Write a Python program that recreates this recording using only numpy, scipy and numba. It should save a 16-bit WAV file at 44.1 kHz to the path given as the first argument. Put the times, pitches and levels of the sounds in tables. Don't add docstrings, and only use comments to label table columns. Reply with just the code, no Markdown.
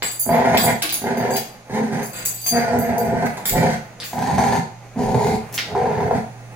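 import sys
import numpy as np
from scipy import signal
from scipy.fft import rfft, irfft
from scipy.io import wavfile
from scipy.ndimage import uniform_filter1d, map_coordinates
from numba import njit

SR = 44100
rng = np.random.default_rng(int(sys.argv[2]) if len(sys.argv) > 2 else 0)


def master_out(mix):
    frames = np.transpose(np.atleast_2d(mix))
    ceiling = np.clip(frames, -1, 1)
    pcm = np.round(ceiling * 32767).astype(np.int16)
    wavfile.write(sys.argv[1], SR, pcm)


N = 288855
T = np.arange(N) / SR
FREQ = np.arange(N + 1) * SR / (2 * N)

# time in seconds, strength in dB.
CATCHES = [(.292, 5), (.45, 4), (1.04, 3), (1.068, 3), (1.696, 2), (2.68, 5), (2.732, 4.5), (2.891, 4),
           (3.223, 6), (4.131, 3), (4.224, 3), (4.381, 5.5), (4.524, 4.5), (5.144, 6), (5.268, 6),
           (5.751, 5), (5.856, 3), (6.002, 3.5), (6.078, 3), (6.11, 4)]
# frequency in Hz, level in dB.
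BRIGHT_CONTACT = [(1500, 7), (4000, 10), (7000, 24.5), (8700, 14.5), (11000, 21.5), (14000, 19),
                  (16000, 25)]


def undb(db):
    return 10 ** (np.asarray(db) / 20)


def unit(x):
    return x / np.sqrt(np.mean(x ** 2) + 1e-18)


def pan(db):
    return undb(np.array([[db], [-db]]) / 2)


def add(track, s, x):
    i = max(int(s * SR), 0)
    track[..., i:i + x.shape[-1]] += x[..., :N - i]


def on_log_axis(points, hz):
    f, value = np.transpose(points)
    return np.interp(np.log(hz + 1), np.log(f), value)


def colour(x, points, tilt_db=0):
    size = 2048
    hz = np.arange(size + 1) * SR / (2 * size)
    level_db = on_log_axis(points, hz) + tilt_db * np.log2((hz + 100) / 3000)
    cepstrum = irfft(np.log(undb(level_db)))
    cepstrum[1:size] *= 2
    cepstrum[size + 1:] = 0
    response = irfft(np.exp(rfft(cepstrum)))
    return signal.fftconvolve(x, response)[:len(x)]


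@njit
def svf(x, hz, width):
    y, band, low = np.empty(len(x)), 0., 0.
    for i in range(len(x)):
        g, k = np.tan(np.pi * hz[i] / SR), width / hz[i]
        v = (band + g * (x[i] + 1e-18 - low)) / (1 + g * (g + k))
        band, low, y[i] = 2 * v - band, low + 2 * g * v, k * v
    return y


def resonate(x, modes, skirt=2.6):
    flat = np.ones(len(x))
    total = 0
    for hz, width, db in modes:
        once = svf(x, hz * flat, 1. * width)
        total = total + undb(db) * svf(once, hz * flat, 1. * skirt * width)
    return total


def walk(rate, n):
    knots = rng.standard_normal(1024)
    return 1.87 * np.interp(np.arange(n) / SR * rate, np.arange(len(knots)), knots)


def steady(x):
    power = np.maximum(uniform_filter1d(x ** 2, 2000), 0)
    return x / np.sqrt(power + 1e-3 * np.mean(x ** 2))


def surge(t):
    hold_s, release_s = .022, .032
    gain_db = 0
    for s, db in CATCHES:
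        closing = -np.exp(-abs(t - s) / hold_s)
        release = .9 * np.exp(-abs(t - s) / release_s)
        gain_db = gain_db + db * np.where(t < s, closing, release)
    return uniform_filter1d(gain_db, size=64)


def folds(start, n, tone_hz, clean, waver=0.015, limp_db=1.0, breath=0.021, open_s=0.0062):
    shimmer_db, catch_slap_db = 4.8, 7
    lock_wander, lock_rate_hz = .2, 11
    jitter, free_scatter = 0.042, 0.2984
    chance = rng.standard_normal((256, 2))
    cycle = np.arange(len(chance))
    cycles = np.cumsum(tone_hz * (1 + waver * walk(22.32, n))) / SR
    cleanness = np.clip(clean + lock_wander * walk(lock_rate_hz, n), 0, 1)
    locked = np.interp(cycle, cycles, cleanness)
    slap_cycle = cycle + (jitter + free_scatter * (1 - locked) ** 2) * chance[:, 0]
    at = np.interp(slap_cycle, cycles, np.arange(n), right=n).astype(int)
    uneven_db = shimmer_db * (1.2 - locked) * np.minimum(chance[:, 1], 1.6)
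    size = undb(uneven_db + limp_db * (-1) ** cycle)
    pulses = np.zeros(n)
    pulses[at[at < n]] = unit(size)[at < n]
    for s, _ in CATCHES:
        if 0 <= (s - start) * SR < n:
            pulses[int((s - start) * SR)] = undb(catch_slap_db)
    puffs = signal.lfilter([1], [1, -np.exp(-1 / (open_s * SR))], pulses)
    noise = rng.standard_normal(N)[:n]
    return pulses + breath * puffs * noise, (puffs + 0.17) * noise


def growl(course, start, end, depth_db, throat_db, mouth_db, hiss_db, hiss_tilt_db, mouth_hz, width,
          broad_width, throat_hz, throat_width, tone_hz, clean, edge_s=0.0038):
    # frequency in Hz, first-pass width in Hz, level in dB before the depth slope.
    chest_modes = [(95, 30, -8), (150, 60, 0), (235, 70, -1)]
    # multiple of the throat frequency, level in dB.
    throat_modes = [(1.002, 25), (1.269, 0)]
    # frequency in Hz, first-pass width in Hz, level in dB.
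    snarl_modes = [(1258, 250, 11.5), (1602, 266, 11.8), (1628, 91, 5), (1975, 170, 10), (2102, 230, 2.5),
                   (2680, 170, 0.78)]
    # frequency in Hz, level in dB before the tilt.
    hiss_spectrum = [(1500, -26.5), (2600, 9), (3400, -4), (4500, 5), (5400, -2), (6500, 0.5), (7600, -3.5),
                     (9000, -7.5), (11000, -6.5), (13000, -10.5), (16000, -16)]
    # frequency in Hz, first-pass width in Hz,
    # level in dB.
    teeth_modes = [(3400, 600, -3), (6300, 600, -1), (8700, 1000, -1)]
    strain_per_db = .005
    jaw_open_s, jaw_lift = 0.07, 0.027
    broad_ratio, broad_db = 1.1, -4.5
    tongue_shift, tongue_rate_hz = .03, 14
    chest_gain_db, snarl_gain_db = -0.5, -0.5
    snarl_rest_hz, spit_db = 1712, 6

    t = np.arange(0, end - start, 1 / SR)
    n = len(t)
    times, *controls = np.transpose(course)
    effort, chest_db, snarl_db, snarl_hz = (np.interp(start + t, times, control) for control in controls)
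    strain = 1 + strain_per_db * uniform_filter1d(effort - effort.mean(), size=2000)
    open_hz = mouth_hz * strain * (1 + jaw_lift * np.exp((t - t[-1]) / jaw_open_s))
    pulses, air = folds(start, n, tone_hz * strain, clean)
    push = surge(start + t)
    jaw_hz = open_hz * (1 + 0.0067 * walk(25.05, n))

    flutter = pulses + .03 * (1 - np.clip(clean, 0, 1)) * air
    sloped_chest = [(hz, w, db - depth_db * np.log2(hz / tone_hz)) for hz, w, db in chest_modes]
    chest = resonate(flutter, sloped_chest, skirt=0.67)
    voice = steady(chest) * undb(chest_gain_db + chest_db + 0.13 * push)

    tongue_hz = throat_hz * open_hz / mouth_hz * (1 + tongue_shift * walk(tongue_rate_hz, n))
    moved_throat = [(tongue_hz * ratio, throat_width, db) for ratio, db in throat_modes]
    throat = resonate(pulses, moved_throat, skirt=0.72)
    voice += steady(throat) * undb(throat_db + effort + 0.2 * push)

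    mouth_modes = [(jaw_hz, width, 0), (jaw_hz * broad_ratio, broad_width, broad_db)]
    mouth = resonate(pulses, mouth_modes, skirt=1.04)
    voice += steady(mouth) * undb(mouth_db + effort + push)

    muzzle = snarl_hz / snarl_rest_hz * (1 + 0.016 * walk(10.3, n))
    moved_snarl = [(hz * muzzle, w, db) for hz, w, db in snarl_modes]
    rasp = resonate(pulses + 0.09 * air, moved_snarl, skirt=1.07)
    voice += steady(rasp) * undb(snarl_gain_db + snarl_db + push / 2)

    spit = undb(spit_db * rng.standard_normal(N)[:n])
    hiss = colour(air * spit, hiss_spectrum, hiss_tilt_db)
    lips = np.sqrt(muzzle)
    hiss += resonate(hiss, [(hz * lips * (1 + .015 * walk(20, n)), w, db) for hz, w, db in teeth_modes])
    voice += steady(hiss) * undb(snarl_db + hiss_db + push / 2)
    return voice * np.clip(np.minimum(t, t[-1] - t) / edge_s, 0, 1)


def dogs():
    # start in seconds, end in seconds, fall of the chest in dB per octave, throat in dB
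    # re effort, mouth in dB re effort, hiss in dB re snarl, hiss tilt in dB per octave, mean mouth resonance
    # in Hz before the jaw opens, its sharp and broad first-pass widths in Hz, mean throat resonance in Hz
    # before the jaw opens, its first-pass width in Hz, mean pitch in Hz, mean cleanness from 0 to 1.
    growls = [(0.256, 0.737, -1.5, -15.5, 1, -10.5, -1.5, 684, 33.7, 500, 530, 200, 232.1, 0.31),
              (1.015, 1.391, -5.5, 0, 2, -9, -4.5, 722, 92.9, 261, 416, 233, 226.1, 0.17),
              (1.693, 2.04, -4, -3, -1, -7.5, -1, 772, 49.5, 232, 423, 170.3, 217.8, 0.55),
              (2.509, 3.28, 3, -7.5, -3, -12, -2, 696, 37.4, 207, 462.2, 114, 228.1, .7),
              (3.369, 3.399, -3, -16, -1.5, 1, 3, 794, 227, 250, 458, 120, 129.4, 1),
              (3.519, 3.753, 0, -5.5, -1.5, -7, -2, 724, 43, 161, 508, 185, 160.2, 0.06),
              (4.127, 4.602, 2, -17.5, -2, -4, 0, 787, 81.5, 230, 408, 110, 200.2, 0.13),
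              (4.956, 5.363, 2, -5.5, -2, -0.5, 1.5, 768, 80, 230, 452, 80, 221.9, 0.2),
              (5.67, 6.19, 7.5, -9.5, -5, -8.5, -3, 755, 60.4, 295, 437, 92, 217.8, 0.43)]
    # time in seconds, effort (level of throat and mouth) in dB, chest level
    # in dB, snarl level in dB, all before trims and catches, snarl resonance in Hz.
    courses = [
        [(0.259, -31, -28, -46, 1710), (0.291, -23.5, -19, -47, 1700), (0.341, -18, -20.5, -28.5, 2150),
         (0.439, -19, -23.5, -33, 1840), (0.451, -22, -21, -28, 1844), (0.515, -23, -21, -28, 1700),
         (0.553, -14.5, -19, -22, 2010), (0.617, -52, -29, -50, 1800), (0.637, -21.5, -22.5, -44, 1830),
         (0.681, -19, -20, -20.5, 2180), (0.742, -29.5, -21.5, -34, 1870)],
        [(1.014, -34.5, -24, -33, 1710), (1.04, -31.5, -25, -39, 1630), (1.074, -27.5, -23.5, -30, 1670),
         (1.13, -31.5, -26, -33, 1590), (1.194, -31, -21.5, -34, 1830), (1.228, -27, -27, -30, 1824),
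         (1.358, -27.5, -26, -35, 1730), (1.378, -39, -37, -36, 1800)],
        [(1.692, -37.5, -36, -46, 1860), (1.722, -33.5, -23.5, -36.5, 1670), (1.77, -23.5, -20, -29.5, 1910),
         (1.818, -28, -21.5, -44, 1720), (1.836, -35, -22, -36, 1640), (1.902, -35.5, -33, -41, 1720),
         (1.934, -29, -19, -32.5, 1690), (2.01, -31, -29.5, -34.5, 1720), (2.043, -41, -44, -33, 1680)],
        [(2.509, -34.5, -29, -47, 1786), (2.521, -26, -22, -40, 1700), (2.559, -17.5, -17.5, -23, 1636),
         (2.675, -25, -30, -30, 1465), (2.767, -20, -19.5, -31, 1450), (2.795, -28.5, -16.5, -40, 1726),
         (2.853, -22, -33, -31.5, 1816), (2.899, -25.5, -19.5, -33.5, 1780), (2.995, -19.5, -27.5, -37, 1544),
         (3.081, -27, -20, -33, 1612), (3.133, -19.5, -19, -37.5, 1544), (3.201, -26, -24.5, -29, 1564),
         (3.241, -20.5, -17.5, -34, 1610), (3.269, -31, -28.5, -20.5, 1644), (3.284, -35, -19, -42, 1790)],
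        [(3.374, -27.5, -40, -35.5, 2100), (3.4, -33, -44, -58, 2080)],
        [(3.518, -38, -17, -44, 1927), (3.536, -17.5, -27, -40, 1850), (3.572, -21, -13.5, -27, 2030),
         (3.636, -19, -19.5, -27, 2027), (3.688, -23, -22, -30, 1680), (3.745, -37.5, -26, -29, 1570)],
        [(4.125, -37.5, -39, -44, 1760), (4.135, -25.5, -27, -41.5, 1690), (4.159, -31.5, -33, -44, 1630),
         (4.185, -18.5, -22.5, -36, 1620), (4.257, -28, -29, -34, 1750), (4.281, -19, -22, -35, 1990),
         (4.367, -21.5, -20.5, -33.5, 1670), (4.389, -17, -19.5, -30.5, 1670), (4.559, -19, -23.5, -31, 1830),
         (4.596, -29.5, -19.5, -35, 1850)],
        [(4.957, -42.5, -24, -66, 1800), (4.983, -23.5, -16.5, -43, 2000), (5.029, -24, -23.5, -40.5, 1770),
         (5.077, -23.5, -26, -41.5, 1710), (5.169, -22, -15, -40.5, 2160), (5.213, -19.5, -41, -39.5, 2150),
         (5.229, -21, -27, -33, 2120), (5.289, -24.5, -20.5, -38, 2230), (5.356, -24.5, -22.5, -39, 2260)],
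        [(5.669, -39.5, -23, -36, 2070), (5.703, -31, -44, -47, 2100), (5.741, -21, -23, -60, 1670),
         (5.759, -17.5, -27, -37, 1530), (5.919, -21, -25.5, -37, 1790), (6.075, -20.5, -24, -36, 1640),
         (6.103, -23, -31, -58, 1760), (6.111, -15.5, -28, -42, 1670), (6.161, -26.5, -15.5, -32, 1760),
         (6.191, -19.5, -36.5, -37, 1800)],
    ]
    # frequency in Hz, level in dB.
    notches = [(250, 0.5), (310, -6.5), (370, 6.5), (980, 1.5), (1120, -8.5), (1260, -5), (1480, 1.5),
               (2300, 3.5), (2600, -5), (3200, 2.5)]
    out = np.zeros(N)
    for course, row in zip(courses, growls):
        add(out, row[0], growl(course, *row))
    return pan(0.23) * colour(out, notches)


def contact(length_s, grain_db=5.5):
    size = 8192
    grain = undb(grain_db * rng.standard_normal(size))
    slips = rng.standard_normal(size) * grain * np.exp(-T[:size] / max(length_s, 1e-3))
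    slips[0] += 5
    return slips


def blow(x, db):
    return x * undb(db) * np.sqrt(SR / 200 / np.sum(x ** 2))


def tag_knocks():
    # start in seconds, length of the rattle in seconds, levels of high,
    # middle and low modes in dB, closing clack in dB, all before trims.
    shakes = [(0.0277, 0.015, -14, -18, -33.5, -48), (.113, 0.0013, -16, -18, -42, -46),
              (0.194, 0.002, -3, -18.5, -31.5, -46), (.3033, 0.0039, -22, -57, -40, -48.5),
              (0.5731, 0.062, -5, -17, -31.5, -45), (0.824, 0, -6.5, -18, -36, -26),
              (0.893, 0.0005, -17, -30, -29.5, -36), (0.925, 0, -7, -40, -36, -36),
              (0.938, 0.0046, -15, -45, -40, -23), (1.171, 0.01, -21, -38, -38, -41),
              (1.306, 0.03, -16.5, -27.5, -31.5, -42.5), (1.362, 0.0051, -10, -41, -31, -22.5),
              (2.0297, 0.029, -18, -34, -36, -36.5), (2.132, 0.056, -20.5, -23, -39.5, -43.5),
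              (2.2518, 0.0074, -2.5, -13.5, -29, -21.5), (2.415, 0.027, -16, -36, -33, -49),
              (2.464, 0.01, -5.5, -24.5, -20, -38), (2.788, 0, -14.5, -33, -37, -39),
              (2.9812, 0, -13.5, -31, -36.5, -37.5), (3.26, 0, -24.5, -47, -48.5, -43),
              (3.455, 0.041, -3.5, -17.5, -36, -19.5)]
    gap_s, swing_ring_db, swing_clack_db = .03, -3, -23
    rebound_s, rebound_db = 0.072, -16
    knocks = []
    for (s, length_s, *ring, clack), luck in zip(shakes, rng.random(32)):
        land_s = s + length_s
        soft_clack = clack + swing_clack_db
        count = max(int(np.ceil(length_s / gap_s)), 0)
        for at in np.linspace(s, land_s, count, endpoint=False):
            knocks.append((at, *np.add(ring, swing_ring_db), soft_clack))
        knocks.append((land_s, *ring, clack))
        rebound = np.add([*ring, soft_clack], rebound_db)
        knocks.append((land_s + rebound_s * (.5 + luck), *rebound))
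    return knocks


def tag_rings(knocks, low_db=-1, high_db=-6, rise_s=0.00019):
    # frequency in Hz, level in dB before the tone gain.
    modes = [(4683, -45), (6266, -61), (6395, -48), (7052, -55), (7504, -59), (7913, -47), (9948, -53),
             (10837, -51), (11440, -51), (12312, -64), (13227, -48), (13361, -54), (13727, -60),
             (14384, -57), (14508, -60), (15079, -52), (15488, -61)]
    # frequency in Hz, gain in dB.
    tone = [(4700, 0.5), (6400, 3), (8000, -4), (10000, -6), (11500, -16), (13500, -5.5), (15500, -1.5)]
    # frequency in Hz, time to fall 60 dB in seconds.
    decay = [(4700, .25), (8000, .27), (15000, .19)]
    # frequency in Hz, left minus right in dB.
    position = [(4700, 12.5), (6400, 10.5), (8000, 0.5), (11000, -13), (15000, -5.5)]
    blur_hz, spread_db, middle_hz, high_hz = 16, 2.5, 6700, 8800
    twirl_db, twirl_rate_hz = 2.8, 38
    out, t = np.zeros((2, N)), T[:SR // 2]
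    total = np.sqrt(sum(undb(2 * db) for _, db in modes) / 4)
    for hz, db in modes:
        fade = np.exp(-np.log(1000) * t / on_log_axis(decay, hz)) * (1 - np.exp(-t / rise_s))
        swing = np.zeros(N)
        for (s, high, middle, low, clack), luck in zip(knocks, rng.standard_normal(64)):
            part = slice(int(s * SR), int(s * SR) + len(t))
            if hz > high_hz:
                knock_db = high + high_db
            else:
                knock_db = (middle if hz > middle_hz else low) + low_db
            choke_db = np.clip(clack - high + 26, 0, 9)
            struck = undb(knock_db - choke_db + spread_db * luck) * fade
            swing[part] = np.maximum(swing[part], struck)
        swing *= undb(twirl_db * np.clip(walk(twirl_rate_hz, N), -3, 1.5))
        drift = np.cumsum(rng.standard_normal(N)) * np.sqrt(2 * np.pi * blur_hz / SR)
        phase = 2 * np.pi * hz * T + drift + rng.uniform(0, 2 * np.pi, (2, 1))
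        gain = undb(db + on_log_axis(tone, hz)) / total
        out += gain * pan(on_log_axis(position, hz)) * (swing * np.sin(phase))
    return out


def tag_clacks(knocks, clink_db=11):
    out = np.zeros(N)
    for s, *_, db in knocks:
        add(out, s, blow(colour(contact(length_s=0.0011), BRIGHT_CONTACT), db + clink_db))
    return out


def claws(claw_db=2, skid_db=9, knock_db=1):
    # time in seconds, level in dB before the trim, brightness
    # in dB per octave, decay of the scrape in seconds, knock of the plank in dB before the trim.
    touches = [(0.023, -15.5, 0.5, 0.0015, -34), (0.5726, -13.5, 8, 0.0016, -30),
               (.585, -35, 7, 0.0024, -16), (0.821, -16.5, 9, 0.0027, -26), (0.8246, -20.5, 3.5, .002, -34),
               (0.835, -33, 11, 0.0026, -21.5), (0.844, -25, 5.5, 0.001, -31),
               (0.8932, -19.5, 12, 0.001, -42), (0.926, -27, 0, 0.0034, -52),
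               (1.3597, -22.5, 8, 0.0019, -32), (2.134, -23.5, -0.5, 0.12, -43),
               (2.359, -35, 8, 0.086, -59), (2.463, -27, 2, 0.0024, -31), (3.456, -20.5, 8.5, 0.0015, -44),
               (3.493, -23.5, 7, 0.0018, -39), (4.001, -25, 16, 0.0062, -37), (4.021, -25, 2.5, 0.014, -43),
               (5.532, -29, 6, .04, -41), (5.5799, -22.5, 3, 0.0015, -37), (5.587, -18.5, 4.5, 0.0013, -47),
               (5.598, -23, 5, .002, -47), (6.349, -44, -10, 0.12, -51)]
    # frequency in Hz, level in dB before the brightness tilt.
    claw_spectrum = [(200, 4), (600, 5), (1100, 4.5), (1600, 10.5), (2300, 10), (3300, 5.5), (4500, 3.5),
                     (6500, -16), (10000, -26), (16000, -67)]
    # frequency in Hz, first-pass width in Hz, level in dB.
    plank_modes = [(200, 26, 2.5), (324, 27, 6.5), (510, 110, -1), (722, 140, 2), (1115, 105, 0.5),
                   (1617, 55, -2.5)]
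    # time in seconds, level in dB before the trim, decay in seconds.
    skids = [(4.038, -28, 0.075), (5.5264, -33.5, 0.0022), (5.542, -24.5, 0.012)]
    out = np.zeros(N)
    for s, db, tilt_db, length_s, plank_db in touches:
        touch = contact(length_s)
        add(out, s, blow(colour(touch, claw_spectrum, tilt_db), db + claw_db))
        add(out, s, blow(resonate(touch, plank_modes, skirt=6.1), plank_db + knock_db))
    for s, db, length_s in skids:
        add(out, s, blow(colour(contact(length_s), BRIGHT_CONTACT), db + skid_db))
    return out


def rakes():
    # time in seconds, level in dB, decay in seconds.
    strokes = [(0.573, -17, 0.014), (5.577, -15.5, 0.03)]
    # frequency in Hz, level in dB.
    rake_spectrum = [(300, -14), (900, -17), (1300, -11), (1700, -4), (2200, -.5), (3000, 0), (4200, -5),
                     (6500, -15), (8000, -25), (16000, -35)]
    out = np.zeros(N)
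    for s, db, length_s in strokes:
        slips = contact(length_s, grain_db=7)
        add(out, s, blow(colour(slips, rake_spectrum), db))
    return out


def floor_noises(thud_db=4, patchy_db=1.5):
    # time in seconds, level in dB before the trim.
    thuds = [(3.117, -35), (3.347, -54), (3.51, -22.5), (5.046, -29), (6.1, -38)]
    # frequency in Hz, first-pass width in Hz, level in dB.
    board_modes = [(32.6, 15, -1), (52, 25, -43), (89, 9.1, -23), (166, 140, -19)]
    # time in seconds, level in dB.
    rubbing = [(0, -46), (.8, -51), (.97, -41), (1.65, -45.5), (2.15, -38), (2.4, -49), (3.37, -35.5),
               (3.9, -42.5), (4.1, -44), (4.9, -44), (5.6, -40), (6.55, -42.5)]
    # frequency in Hz, level in dB.
    fur_spectrum = [(88, -82), (150, 0.5), (414, -7), (448, -4.5), (854, -2), (923, -11.5), (998, -9),
                    (1100, -10), (2500, -13.5), (3100, -24), (5360, -40), (9080, -26), (16000, -32.5)]
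    strokes = undb(patchy_db * np.clip(walk(28, N), -2, 1))
    rub = unit(colour(rng.standard_normal(N), fur_spectrum) * strokes)
    out = rub * undb(np.interp(T, *np.transpose(rubbing)))
    for s, db in thuds:
        add(out, s, blow(resonate(contact(length_s=0.0028), board_modes), db + thud_db))
    return out


def two_ports(mid, side, apart_hz=1050):
    likeness = .95 * np.sinc(np.minimum(FREQ / apart_hz, 2))
    m = irfft(rfft(mid, 2 * N) * np.sqrt(1 + likeness))[:len(mid)]
    s = irfft(rfft(side, 2 * N) * np.sqrt(1 - likeness))[:len(side)]
    return np.array([m + s, m - s]) / np.sqrt(2)


def room_tail(gap_s=0.003, build_s=0.0012):
    # frequency in Hz, time to fall 60 dB in seconds.
    decay = [(100, 0.48), (300, 0.22), (700, 0.46), (2000, 0.38), (5000, 0.48), (10000, 0.27),
             (16000, 0.18)]
    size = 32768
    t, hz = T[:size], np.arange(size // 2 + 1) * SR / size
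    centres = np.geomspace(60, 16000, 9)
    noise, tail = rfft(rng.standard_normal((2, size))), 0
    for share, t60 in zip(np.eye(len(centres)), on_log_axis(decay, centres)):
        fade = np.exp(-np.log(1000) * t / t60) * np.clip((t - gap_s) / build_s, 0, 1)
        band = irfft(noise * on_log_axis(np.c_[centres, share], hz))
        tail = tail + band * fade / np.sqrt(np.sum(fade ** 2))
    return two_ports(*tail)


def in_room(x, tail, wet_db):
    x = x * np.ones((2, 1))
    reflections = signal.fftconvolve(x, tail, axes=1)[:, :N]
    return (x + undb(wet_db) * reflections) / np.sqrt(1 + undb(2 * wet_db))


def background(air_db=-53, hum_hz=119.7):
    # frequency in Hz, level in dB.
    air_spectrum = [(12, -81), (20, 17), (123, 4), (590, -25), (738, -9), (1290, -31), (1710, -8),
                    (4300, -3), (5380, -6), (6540, 1), (16000, -67)]
    # time in seconds, level in dB before the random waver.
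    hum_course = [(0, -45.5), (1.62, -54), (2.4, -44), (3.95, -47.5), (4.85, -43.5), (6.5, -42.5)]
    air = two_ports(*(unit(colour(rng.standard_normal(N), air_spectrum)) for _ in range(2)))
    tone = unit(np.sin(2 * np.pi * hum_hz * T + 0.12 * walk(3.9, N)))
    hum = tone * undb(walk(6.7, N))
    return undb(air_db) * air + undb(np.interp(T, *np.transpose(hum_course))) * hum


def scene():
    tail, knocks = room_tail(), tag_knocks()
    out = in_room(dogs(), tail, wet_db=1.0)
    out += in_room(tag_rings(knocks), tail, wet_db=0.5)
    out += in_room(tag_clacks(knocks), tail, wet_db=-0.5)
    out += in_room(claws(), tail, wet_db=6.5)
    out += in_room(rakes(), tail, wet_db=-13.0)
    out += in_room(floor_noises(), tail, wet_db=-2.0)
    return out + background()


def record(dry):
    # frequency in Hz, left minus right in dB.
    port_colour = [(120, -3.5), (300, -2.5), (550, -1.2), (1000, 0.5), (2000, -5), (5000, 3)]
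    # time in seconds, lag of the left port in samples.
    port_lag = [(0, 4), (3.7, 4.5), (4.2, -1), (5.3, -2), (5.8, 1), (6.3, 5)]
    balance = on_log_axis(port_colour, FREQ)
    gains = np.array([undb(balance / 2), undb(-balance / 2)])
    ports = irfft(rfft(dry, 2 * N) * gains)[:, :N]
    left_at = np.arange(N) - np.interp(T, *np.transpose(port_lag))
    ports[0] = map_coordinates(ports[0], [left_at], order=5, mode="mirror")
    rounded = ports / (1 + (ports / .85) ** 4) ** .25
    top_cut = signal.ellip(10, .2, 70, 16000, fs=SR, output="sos")
    return signal.sosfilt(top_cut, rounded)


dry = scene()
out = record(dry)
master_out(out)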